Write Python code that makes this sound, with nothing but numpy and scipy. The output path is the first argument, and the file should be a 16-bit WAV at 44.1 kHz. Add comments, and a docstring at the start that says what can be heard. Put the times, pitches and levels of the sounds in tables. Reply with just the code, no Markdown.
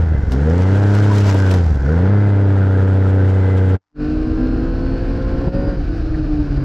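"""A snowmobile engine lopes near idle, close below a microphone on the rider's helmet.
The three-cylinder four-stroke revs twice, exhaust booming and belt chirping, while spruce
branches scrape and snap past; then it crawls over open snow. After a short hush it runs fast
down a trail: a higher engine note, the whine of the track drive, wind buffeting the
microphone, one bump, and then the throttle eases."""
import sys
import numpy as np
from scipy import signal
from scipy.fft import rfft, irfft
from scipy.io import wavfile
from scipy.ndimage import uniform_filter1d

SR = 44100
rng = np.random.default_rng(int(sys.argv[2]) if len(sys.argv) > 2 else 0)


def persist_wave(psi):
    """Save psi, clipped to +-1, as 16-bit WAV."""
    counts = np.round(np.clip(psi, -1, 1) * 32767).astype(np.int16)
    wavfile.write(sys.argv[1], SR, np.atleast_2d(counts).T)


N = 292824
T, HZ = np.arange(N) / SR, np.fft.rfftfreq(N, 1 / SR)


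def amp(db):
    """Decibels to gain."""
    return 10 ** (np.asarray(db) / 20)


def unit_rms(x):
    """Scales to rms 1."""
    return x / np.sqrt(np.mean(x ** 2) + 1e-20)


def noise():
    """White noise of rms 1."""
    return rng.standard_normal(N)


def sine(turns):
    """A tone of peak 1 from its phase in turns."""
    return np.sin(2 * np.pi * turns)


def swell(centre_s, half_s):
    """A smooth rise and fall of height 1."""
    return np.exp(-((T - centre_s) / half_s) ** 2)


def curves(rows):
    """Each column of a table, joined by straight lines in time."""
    times, *columns = np.transpose(rows)
    return [np.interp(T, times, column) for column in columns]


def spectrum_gain(points):
    """A spectrum as gain on a log-frequency axis, falling steeply past its ends."""
    hz, db = np.transpose(points)
    octave, known = np.log2(HZ + 1), np.log2(hz + 1)
    outside = np.maximum(known[0] - octave, 0) + np.maximum(octave - known[-1], 0)
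    return amp(np.interp(octave, known, db) - 20 * outside)


def colour(x, points, band_hz=(0, SR / 2)):
    """Filters by (freq_hz, gain_db) points; the result has rms 1 inside the band."""
    spectrum = rfft(x) * spectrum_gain(points)
    in_band = (HZ >= band_hz[0]) * (HZ <= band_hz[1])
    return irfft(spectrum, N) / np.std(irfft(spectrum * in_band, N))


def wander(rate_hz):
    """Smooth random drift of rms 1, moving up to about the given rate."""
    count = 2048
    spectrum = rfft(rng.standard_normal(count)) / (1 + (HZ[:count // 2 + 1] / rate_hz) ** 4)
    return np.interp(T, np.linspace(0, T[-1], count), unit_rms(irfft(spectrum)))


def resonate(x, hz, width_hz):
    """Rings one resonance."""
    return signal.lfilter(*signal.iirpeak(hz, hz / width_hz, SR), x)


def response(hz, resonances):
    """Gain of a set of resonances for a tone at this pitch."""
    return sum(amp(db) / (1 + (2 * (hz - centre) / width) ** 2) for centre, width, db in resonances)


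# skis and track on the snow below the rider: time_s, level_db
SNOW_LEVEL = [(0, -56), (.25, -63), (.6, -46), (1.55, -42), (1.78, -64), (2.2, -53.5), (3.74, -49)]
# hiss of the snow: freq_hz, gain_db
SNOW_SPECTRUM = [(800, -7.5), (2000, 1.5), (3200, 1), (5000, -11.5), (7500, -11.5), (9500, -22.5),
                 (12500, -25.5), (15000, -43)]


def snow():
    """A soft hiss under the skis and a faint rumble of the chassis."""
    level_db, = curves(SNOW_LEVEL)
    rumble = colour(noise(), [(12, -6), (25, -9), (45, -7.5), (70, -2.5)]) * amp(-38.5)
    hiss = colour(noise(), SNOW_SPECTRUM) * amp(level_db + 2.1 * wander(21))
    return hiss + rumble


# wind right on the microphone: freq_hz, gain_db
BUFFET_SPECTRUM = [(10, -8), (22, -11.5), (36, 8.5), (58, 1), (85, -4.5), (130, -7), (200, -20.5),
                   (400, -50.5)]
# air and snow rushing past the helmet: freq_hz, gain_db
ROAR_SPECTRUM = [(80, 11), (150, 1), (260, 8.5), (400, 0.5), (560, -4), (720, -16.5), (1000, -13.5)]


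def wind():
    """Lumpy buffeting and the roar of air and flying snow build up at the start of the trail."""
    trail_s, build_s = 4.0, 0.14
    build_db = -6 * np.exp(-np.maximum(T - trail_s, 0) / build_s)
    lumps = colour(noise(), BUFFET_SPECTRUM)
    lumps /= np.sqrt(uniform_filter1d(lumps ** 2, size=5000))  # hold the level steady
    roar = colour(noise(), ROAR_SPECTRUM, band_hz=(370, 440))
    roar_db = -45.5 + 6.4 * fast_throttle() + wander(25)
    return (lumps * amp(-19) + roar * amp(roar_db)) * amp(build_db)


# the brake on the slow ride: centre_s, half_length_s, level_db
BRAKE_SQUEALS = [(.17, .09, -46), (0.662, 0.029, -44.5), (2.207, .14, -43), (3.5, 0.2, -43.5)]


def brake():
    """The brake squeals in a thin, unsteady whistle."""
    pitch_hz = 2040 * (1 + .009 * wander(70))
    envelope = sum(amp(db) * swell(s, half) for s, half, db in BRAKE_SQUEALS)
    return sine(np.cumsum(pitch_hz) / SR) * envelope * amp(3.5 * wander(30))


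# track drive under the seat, its pitch set by ground speed: time_s, pitch_hz, level_db
TRACK_WHINE = [(4.12, 248, -31.5), (4.35, 253, -22), (4.6, 257, -25), (4.95, 267, -28.5), (5.5, 289, -33),
               (6.25, 301, -29), (6.64, 292, -29.5)]


def track():
    """Drive teeth mesh with the track in a fluttering tone."""
    hz, db = curves(TRACK_WHINE)
    turns = np.cumsum(hz) / SR + 0.058 * wander(34)
    harmonics_db = [-4, -25.5, -31, -33.5]
    tone = sum(amp(level) * sine(k * turns) for k, level in enumerate(harmonics_db, 1))
    return unit_rms(tone) * amp(db + 3.4 * wander(14))


# resonances of the gear case: centre_hz, width_hz, gain_db
GEAR_CASE = [(4385, 170, -56.5), (4820, 110, -57.5)]


def gears():
    """Meshing teeth whine with ground speed, louder at the case's resonances and under throttle."""
    meshes_per_track_cycle, floor_db = 16.5, -68.5
    hz = meshes_per_track_cycle * curves(TRACK_WHINE)[0]
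    coast_db = -6.5 * (1 - fast_throttle())
    turns = np.cumsum(hz * (1 + .011 * wander(120))) / SR
    case_gain = amp(floor_db) + response(hz, GEAR_CASE)
    return np.sqrt(2) * sine(turns) * case_gain * amp(coast_db + 2.6 * wander(40))


def bump_and_ice():
    """The chassis thuds over a bump; later a chip of ice ticks against the hood."""
    bump_s, ice_s = 5.478, 6.146
    thud = colour(noise(), [(90, -10), (170, 0), (280, -2), (450, -13), (900, -30)])
    tick = colour(noise(), [(1100, -4.5), (1500, 6.5), (2100, -1), (2600, -16)])
    return amp(-11.5) * thud * swell(bump_s, .011) + amp(-36) * tick * swell(ice_s, .007)


# boughs rubbing on the windshield, an arm's length ahead, and one soft low thud of the sled:
# centre_s, half_length_s, level_db, pitch_hz
RUBS_AND_THUD = [(0.955, 0.028, -36, 936), (1.126, 0.029, -27, 975), (1.266, 0.024, -29, 676),
                 (1.345, 0.017, -24.5, 393), (1.555, .04, -23, 135), (1.604, .02, -32.5, 425)]


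def rubs_and_thud():
    """Boughs set the plastic windshield groaning in narrow bands; the lowest band is the sled's thud."""
    sound = np.zeros(N)
    for s, half, db, hz in RUBS_AND_THUD:
        band = resonate(resonate(noise(), hz, 90), hz, 140)
        sound += unit_rms(band) * amp(db) * swell(s, half)
    return sound


# how closely the spruce presses in on the rider: time_s, closeness_db
THICKET = [(.2, -14), (.4, -8.5), (1.53, 1), (1.75, -8), (2, -9.5), (2.3, -46)]
# single boughs swishing past the microphone: centre_s, half_length_s, level_db
SWISHES = [(0.328, 0.024, -47), (0.956, 0.04, -49), (1.173, 0.042, -46), (1.289, .035, -41.5)]
# needles on helmet and hood: freq_hz, gain_db
NEEDLE_SPECTRUM = [(300, -6), (900, 14), (2000, 5.5), (3000, -3), (5500, 0), (7500, -8.5), (9500, -23),
                   (12500, -20), (15500, -35)]


def needles():
    """Spruce needles scrape past in clumps of tiny clicks."""
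    near_db, = curves(THICKET)
    clicks_per_s = 4000
    clicks = noise() * amp(3.5 * np.minimum(rng.exponential(1, N), 5))
    clicks *= rng.random(N) < clicks_per_s / SR
    clicks *= amp(0.95 * wander(50))
    passing = amp(-46.5 + near_db) + sum(amp(db) * swell(s, half) for s, half, db in SWISHES)
    return colour(clicks, NEEDLE_SPECTRUM, band_hz=(3500, 14000)) * passing


# twigs on the helmet, right beside the microphone: start_s, strength_db, knock_offset_db
TWIG_SNAPS = [(.320, -24.5, -2.5), (0.336, -35.5, 5.5), (0.58, -36, -1), (0.95, -27.5, -7.5),
              (1.134, -30.5, -3.5), (1.157, -29.5, -2), (1.183, -24.5, -15.5), (1.204, -27.5, -18),
              (1.344, -30.5, 14), (1.389, -29.5, -2), (1.512, -20, 3), (1.523, -33, -6.5),
              (1.54, -23, -0.5), (1.744, -39.5, -15)]


def twigs():
    """Each twig snaps with a bright crack and a lower knock that lasts a little longer."""
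    crack_decay_s, knock_decay_s = .0045, .01
    crack_envelope, knock_envelope = np.zeros(N), np.zeros(N)
    for start_s, db, knock_db in TWIG_SNAPS:
        age = np.maximum(T - start_s, 0)
        crack_envelope += amp(db) * (age > 0) * np.exp(-age / crack_decay_s)
        knock_envelope += amp(db + knock_db) * (age > 0) * np.exp(-age / knock_decay_s)
    crack = colour(noise(), [(900, 4), (2800, 5), (4200, 5.5), (8000, -4), (12500, -12.5), (15500, -22)])
    knock = colour(noise(), [(120, -6), (380, 4), (700, -0.5), (1500, -12)])
    return 0.52 * crack * crack_envelope + knock * knock_envelope


def crank(hz, jitter):
    """Counts firings, with slightly unsteady timing, and four-stroke cycles of three firings."""
    firings = np.cumsum(hz) / SR + jitter * wander(53)
    return firings, firings / 3


def overtones(cycles, orders, waver_db):
    """Firing orders (every third) line up into steep pressure fronts; the rest fall at any phase."""
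    phases = [rng.random() * (k % 3 > 0) for k, _ in orders]
    waves = (amp(db + waver_db * wander(10)) * sine(k * cycles + phase)
             for (k, db), phase in zip(orders, phases))
    return -unit_rms(sum(waves))


def knocks(firings, cycles, repeat, depth, length):
    """A burst of noise at each firing; the share `repeat` recurs exactly with every engine cycle."""
    cycle_samples = round(SR * T[-1] / cycles[-1])
    pattern = signal.resample(rng.standard_normal(cycle_samples), 8 * cycle_samples)
    locked = np.interp(cycles % 1, np.linspace(0, 1, len(pattern)), pattern)
    burst = 1 + depth * np.exp(-(firings % 1) / length)
    return burst * (np.sqrt(repeat) * locked + np.sqrt(1 - repeat) * noise())


def in_tune(hz, centre_hz, half_hz, peak_db):
    """Decibels gained as the engine passes a firing rate that suits the exhaust."""
    return peak_db * np.exp(-((hz - centre_hz) / half_hz) ** 2)


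# engine speed through the spruce and over open snow: time_s, firing_hz
SLOW_SPEED = [(0, 87), (.2, 68), (.33, 62.5), (.57, 89.5), (.76, 99.4), (1, 103), (1.17, 102), (1.55, 93),
              (1.83, 63), (1.91, 79), (2.12, 101.5), (2.22, 102.5), (2.4, 98.7), (2.8, 95.4), (3.35, 95.2),
              (3.76, 93.4)]
# the rider's thumb on the throttle: press_s, release_s, opening (about 1 = the first, firmer squeeze)
THROTTLE_SQUEEZES = [(0.294, 1.526, 1.02), (1.835, 3.9, 0.8)]


def slow_drive():
    """Firing rate, throttle, and the surge of load while the engine gains speed."""
    hz, = curves(SLOW_SPEED)
    rise_s, fall_s, full_climb_hz_per_s = .035, .09, 122
    throttle = np.zeros(N)
    for press_s, release_s, opening in THROTTLE_SQUEEZES:
        pressed = np.clip((T - press_s) / rise_s, 0, 1)
        throttle += opening * pressed * np.exp(-np.maximum(T - release_s, 0) / fall_s)
    climb = uniform_filter1d(np.gradient(hz) * SR, size=3000)
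    return hz, throttle, np.clip(climb / full_climb_hz_per_s, 0, 1)


def slow_level(base_db, throttle_db, surge_db, db_per_octave):
    """Level in dB of one engine part as it answers throttle, surge and speed."""
    hz, throttle, surge = slow_drive()
    crawl_hz = 95
    return base_db + throttle_db * throttle + surge_db * surge + db_per_octave * np.log2(hz / crawl_hz)


# hard slips of the clutch belt under the hood: centre_s, half_length_s, level_db, pitch_hz
BELT_SLIPS = [(1.0, .45, -40, 1542), (1.47, 0.11, -33, 1560), (1.92, .04, -32.5, 1516),
              (2.25, 0.092, -40, 1387), (2.7, 0.29, -39.5, 1430), (2.8, 0.076, -37, 1612),
              (3.056, .014, -28, 1374), (3.21, .015, -35.5, 1540)]


def belt(firings):
    """The belt sings near one pitch and chirps at every power stroke, louder in spells of hard slip."""
    sing_hz = 1541
    sing_db = slow_level(-47, throttle_db=-1, surge_db=4, db_per_octave=3.5)
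    chirps = np.exp(1.1 * np.cos(2 * np.pi * firings)) * amp(2 * wander(40) + 2.5 * wander(9))
    wavering_time = np.cumsum(1 + .022 * wander(70) + .018 * wander(10)) / SR
    spells = [(amp(sing_db), sing_hz)]
    spells += [(amp(db) * swell(s, half), hz) for s, half, db, hz in BELT_SLIPS]
    return sum(gain * unit_rms(chirps * sine(hz * wavering_time)) for gain, hz in spells)


# exhaust overtones at low speed: cycle_multiple, relative_db
SLOW_ORDERS = [(4, -25.5), (5, -28), (7, -42), (8, -13), (9, -6), (10, -39), (11, -39.5), (12, -18),
               (13, -15), (14, -23), (15, -34.5), (16, -31), (18, -23.5), (19, -23), (20, -30.5),
               (21, -20.5), (23, -38.5), (24, -26.5), (27, -42.5), (30, -42)]
# engine casing and clutch, just ahead of the rider's knees: freq_hz, gain_db
CASING_SPECTRUM = [(40, 4), (110, 16), (300, 6.5), (470, 9), (580, 2.5), (850, 1), (1130, -7), (1380, 0.5),
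                   (1600, -1.5), (1850, -6), (2080, -10.5), (2450, -18), (5000, -28), (9000, -47),
                   (13000, -61.5)]
# airbox resonance, met by the fourth firing order near idle: centre_hz, width_hz, gain_db
AIRBOX = [(256, 45, -.5)]


def slow_engine():
    """Booming exhaust, ringing pipe, airbox hum, clatter and belt, all tied to the crankshaft."""
    hz, throttle, surge = slow_drive()
    boom_db = slow_level(-12, throttle_db=-1, surge_db=-0.7, db_per_octave=5)
    octave_db = slow_level(-25, throttle_db=-0.5, surge_db=6.5, db_per_octave=0)
    bark_db = slow_level(-30, throttle_db=7, surge_db=0, db_per_octave=4.5)
    ring_db = slow_level(-34.5, throttle_db=1, surge_db=1.5, db_per_octave=4)
    clatter_db = slow_level(-38.5, throttle_db=1.82, surge_db=2.5, db_per_octave=8.5)
    octave_db += in_tune(hz, centre_hz=102, half_hz=1.8, peak_db=3.2)
    ring_db += in_tune(hz, centre_hz=92.8, half_hz=3, peak_db=5.3) * (1 - surge)
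    ring_db += in_tune(hz, centre_hz=80, half_hz=9.9, peak_db=13.6) * surge
    # off throttle the cylinders fire unevenly, most of all near idle
    idle_hz, lope_fade_hz = 68, 18
    lope = 0.69 * np.maximum(1 - throttle, 0) * np.exp((idle_hz - hz) / lope_fade_hz)
    firings, cycles = crank(hz, jitter=0.0035 + .1 * lope)
    # one cylinder in three is weak, and no two firings are alike
    unevenness = 0.52 * np.cos(2 * np.pi * cycles) + .5 * wander(50)
    strength = (1 + lope * unevenness) / np.sqrt(1 + lope ** 2)
    boom = -np.sqrt(2) * (sine(firings) * amp(boom_db) + sine(2 * firings) * amp(octave_db))
    bark = overtones(cycles, SLOW_ORDERS, waver_db=1.3) * (1 + .08 * wander(60)) * amp(bark_db)
    # each puff of exhaust rings the pipe, which lifts whichever order sweeps past
    puffs = np.exp(-(firings % 1) / .08) * (1 + .15 * wander(60) + .9 * noise())
    ring = unit_rms(resonate(resonate(puffs, 463, 60), 471, 110)) * amp(ring_db)
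    impacts = knocks(firings, cycles, repeat=.5, depth=1.6, length=.35) * amp(.7 * wander(45))
    clatter = colour(impacts, CASING_SPECTRUM, band_hz=(1000, 2200)) * amp(clatter_db)
    hum = np.sqrt(2) * sine(4 * firings) * response(4 * hz, AIRBOX) * amp(bark_db)
    return strength * (boom + bark + ring - hum) + clatter + belt(firings)


# throttle down the trail: time_s, opening (0 to 1)
FAST_THROTTLE = [(4, 0.61), (5.69, 1), (5.8, 0.1), (6.4, 0.01), (6.64, .6)]


def fast_throttle():
    """The rider opens up fully, lets go after the bump and squeezes again at the end."""
    return curves(FAST_THROTTLE)[0]


# engine speed down the trail: time_s, firing_hz
FAST_SPEED = [(4, 149.3), (4.17, 154.7), (4.5, 160), (4.82, 168.4), (5.4, 175.7), (5.58, 183.5),
              (5.69, 186), (5.8, 173.5), (5.92, 165), (6.3, 152.5), (6.5, 143.5), (6.64, 130)]
# strong tones of the engine note: firing_multiple, throttle_shut_db
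FIRING_ORDERS = [(1, -1), (2, -5), (3, -13.5), (6, -14), (9, -8.5), (10, -15)]
# exhaust and airbox resonances, lifting each order that sweeps through: centre_hz, width_hz, gain_db
EXHAUST_RESONANCES = [(131.8, 17.7, -17), (183, 12, -30.5), (304.8, 40.4, -19), (455, 70, -33.5),
                      (551, 73, -28.5), (1050, 41, -43.5), (1500, 67, -41)]
# overtones of the growl: cycle_multiple, relative_db
GROWL_ORDERS = [(4, 1), (5, -11.5), (7, -3), (8, -0.5), (10, -14.5), (11, -13), (12, -7), (13, -15),
                (15, -13.5), (18, -16.5), (23, -14), (26, -20.5), (27, -19), (29, -21), (30, -18.5)]
# the body's resonances, buzzing under load: freq_hz, gain_db
SNARL_SPECTRUM = [(850, -11), (980, -9.5), (1060, 10), (1170, -5), (1340, 6), (1440, 6.5), (1550, 8.5),
                  (1900, -5), (2500, -6), (3000, -8), (3450, -16.5), (4400, -14), (5000, -14),
                  (6000, -29.5), (7500, -30.5)]
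# the engine's rasp at speed: freq_hz, gain_db
RASP_SPECTRUM = [(500, 3), (750, 8), (950, -18), (1200, -4), (1550, 2.5), (1800, -5), (2050, -11),
                 (2500, -8), (3000, -13.5), (3450, -17), (4200, -10.5), (5000, -14), (5800, -21),
                 (7000, -29.5), (8500, -38), (14000, -43.5)]


def fast_engine():
    """Firings sound the exhaust over a rasp; the growl and bright snarl fade as the throttle eases."""
    hz, = curves(FAST_SPEED)
    throttle = fast_throttle()
    load_db, rasp_db = -43 + 11.85 * throttle, -46 - 0.85 * throttle
    firings, cycles = crank(hz, jitter=.003)
    note = np.zeros(N)
    for k, shut_db in FIRING_ORDERS:
        gain = response(k * hz, EXHAUST_RESONANCES) * amp(shut_db * (1 - throttle) + 1.3 * wander(8.2))
        note += gain * np.sqrt(2) * sine(k * firings)
    growl = overtones(cycles, GROWL_ORDERS, waver_db=1) * amp(load_db)
    # the pattern of knocks repeats every cycle and changes only slowly
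    buzz = sum(wander(2) * knocks(firings, cycles, repeat=.81, depth=.62, length=.33) for _ in range(4))
    buzz /= np.sqrt(uniform_filter1d(buzz ** 2, size=4000))  # hold the level steady
    snarl = colour(buzz, SNARL_SPECTRUM, band_hz=(1000, 2200)) * amp(load_db - 9.5)
    loose_knocks = knocks(firings, cycles, repeat=.054, depth=.53, length=.57)
    rasp = colour(loose_knocks, RASP_SPECTRUM, band_hz=(1000, 2200)) * amp(rasp_db + 1.2 * wander(25))
    return note + growl + snarl + rasp


# stereo width at the helmet: freq_hz, side_gain_db
WIDTH_SPECTRUM = [(60, -41.5), (140, -47.5), (320, -32.5), (490, -20.5), (750, -12), (1200, -7),
                  (2600, -1.5), (6000, -5.5), (12000, 0)]


def scatter(mid):
    """Scattering round helmet and branches makes the ears differ; the open trail is almost mono."""
    near_db, = curves(THICKET)
    side_db = np.where(T < FAST_FADE[0][0], near_db - 2.5, -48.5)
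    # which ear leads changes at random along the spectrum
    count = 1200
    lead = np.sign(np.interp(HZ, np.linspace(0, SR / 2, count), rng.standard_normal(count)))
    side = irfft(rfft(mid) * spectrum_gain(WIDTH_SPECTRUM) * 1j * lead, N) * amp(side_db)
    return np.array([mid + side, mid - side])


# the slow ride stops short: time_s, gain_db
SLOW_FADE = [(3.752, 0), (3.765, -9), (3.777, -32), (3.8, -60), (3.85, -80)]
# the fast ride fades in: time_s, gain_db
FAST_FADE = [(3.9, -70), (3.94, -40), (3.96, -17), (3.975, -13), (4, -2), (4.03, 0)]


def scene():
    """Two rides in turn, heard at the helmet: the bass is central, the branches very wide."""
    (slow_db,), (fast_db,) = curves(SLOW_FADE), curves(FAST_FADE)
    dip_db = -8 * swell(5.511, .022)  # the level dips briefly after the bump
    slow = (slow_engine() + brake() + snow() + rubs_and_thud()) * amp(slow_db)
    fast = (fast_engine() + gears() + track() + wind() + bump_and_ice()) * amp(fast_db + dip_db)
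    rides = scatter(slow + fast)
    branches = scatter(needles() + twigs()) * amp([[.8], [-.8]])  # a little to the left
    return rides + branches


def record(dry):
    """The recorder's band limit."""
    edge_hz = 15500
    lowpass = signal.firwin(511, edge_hz, window=("kaiser", 9), fs=SR)
    return signal.oaconvolve(dry, lowpass[None], "same")


dry = scene()
out = record(dry)
persist_wave(out)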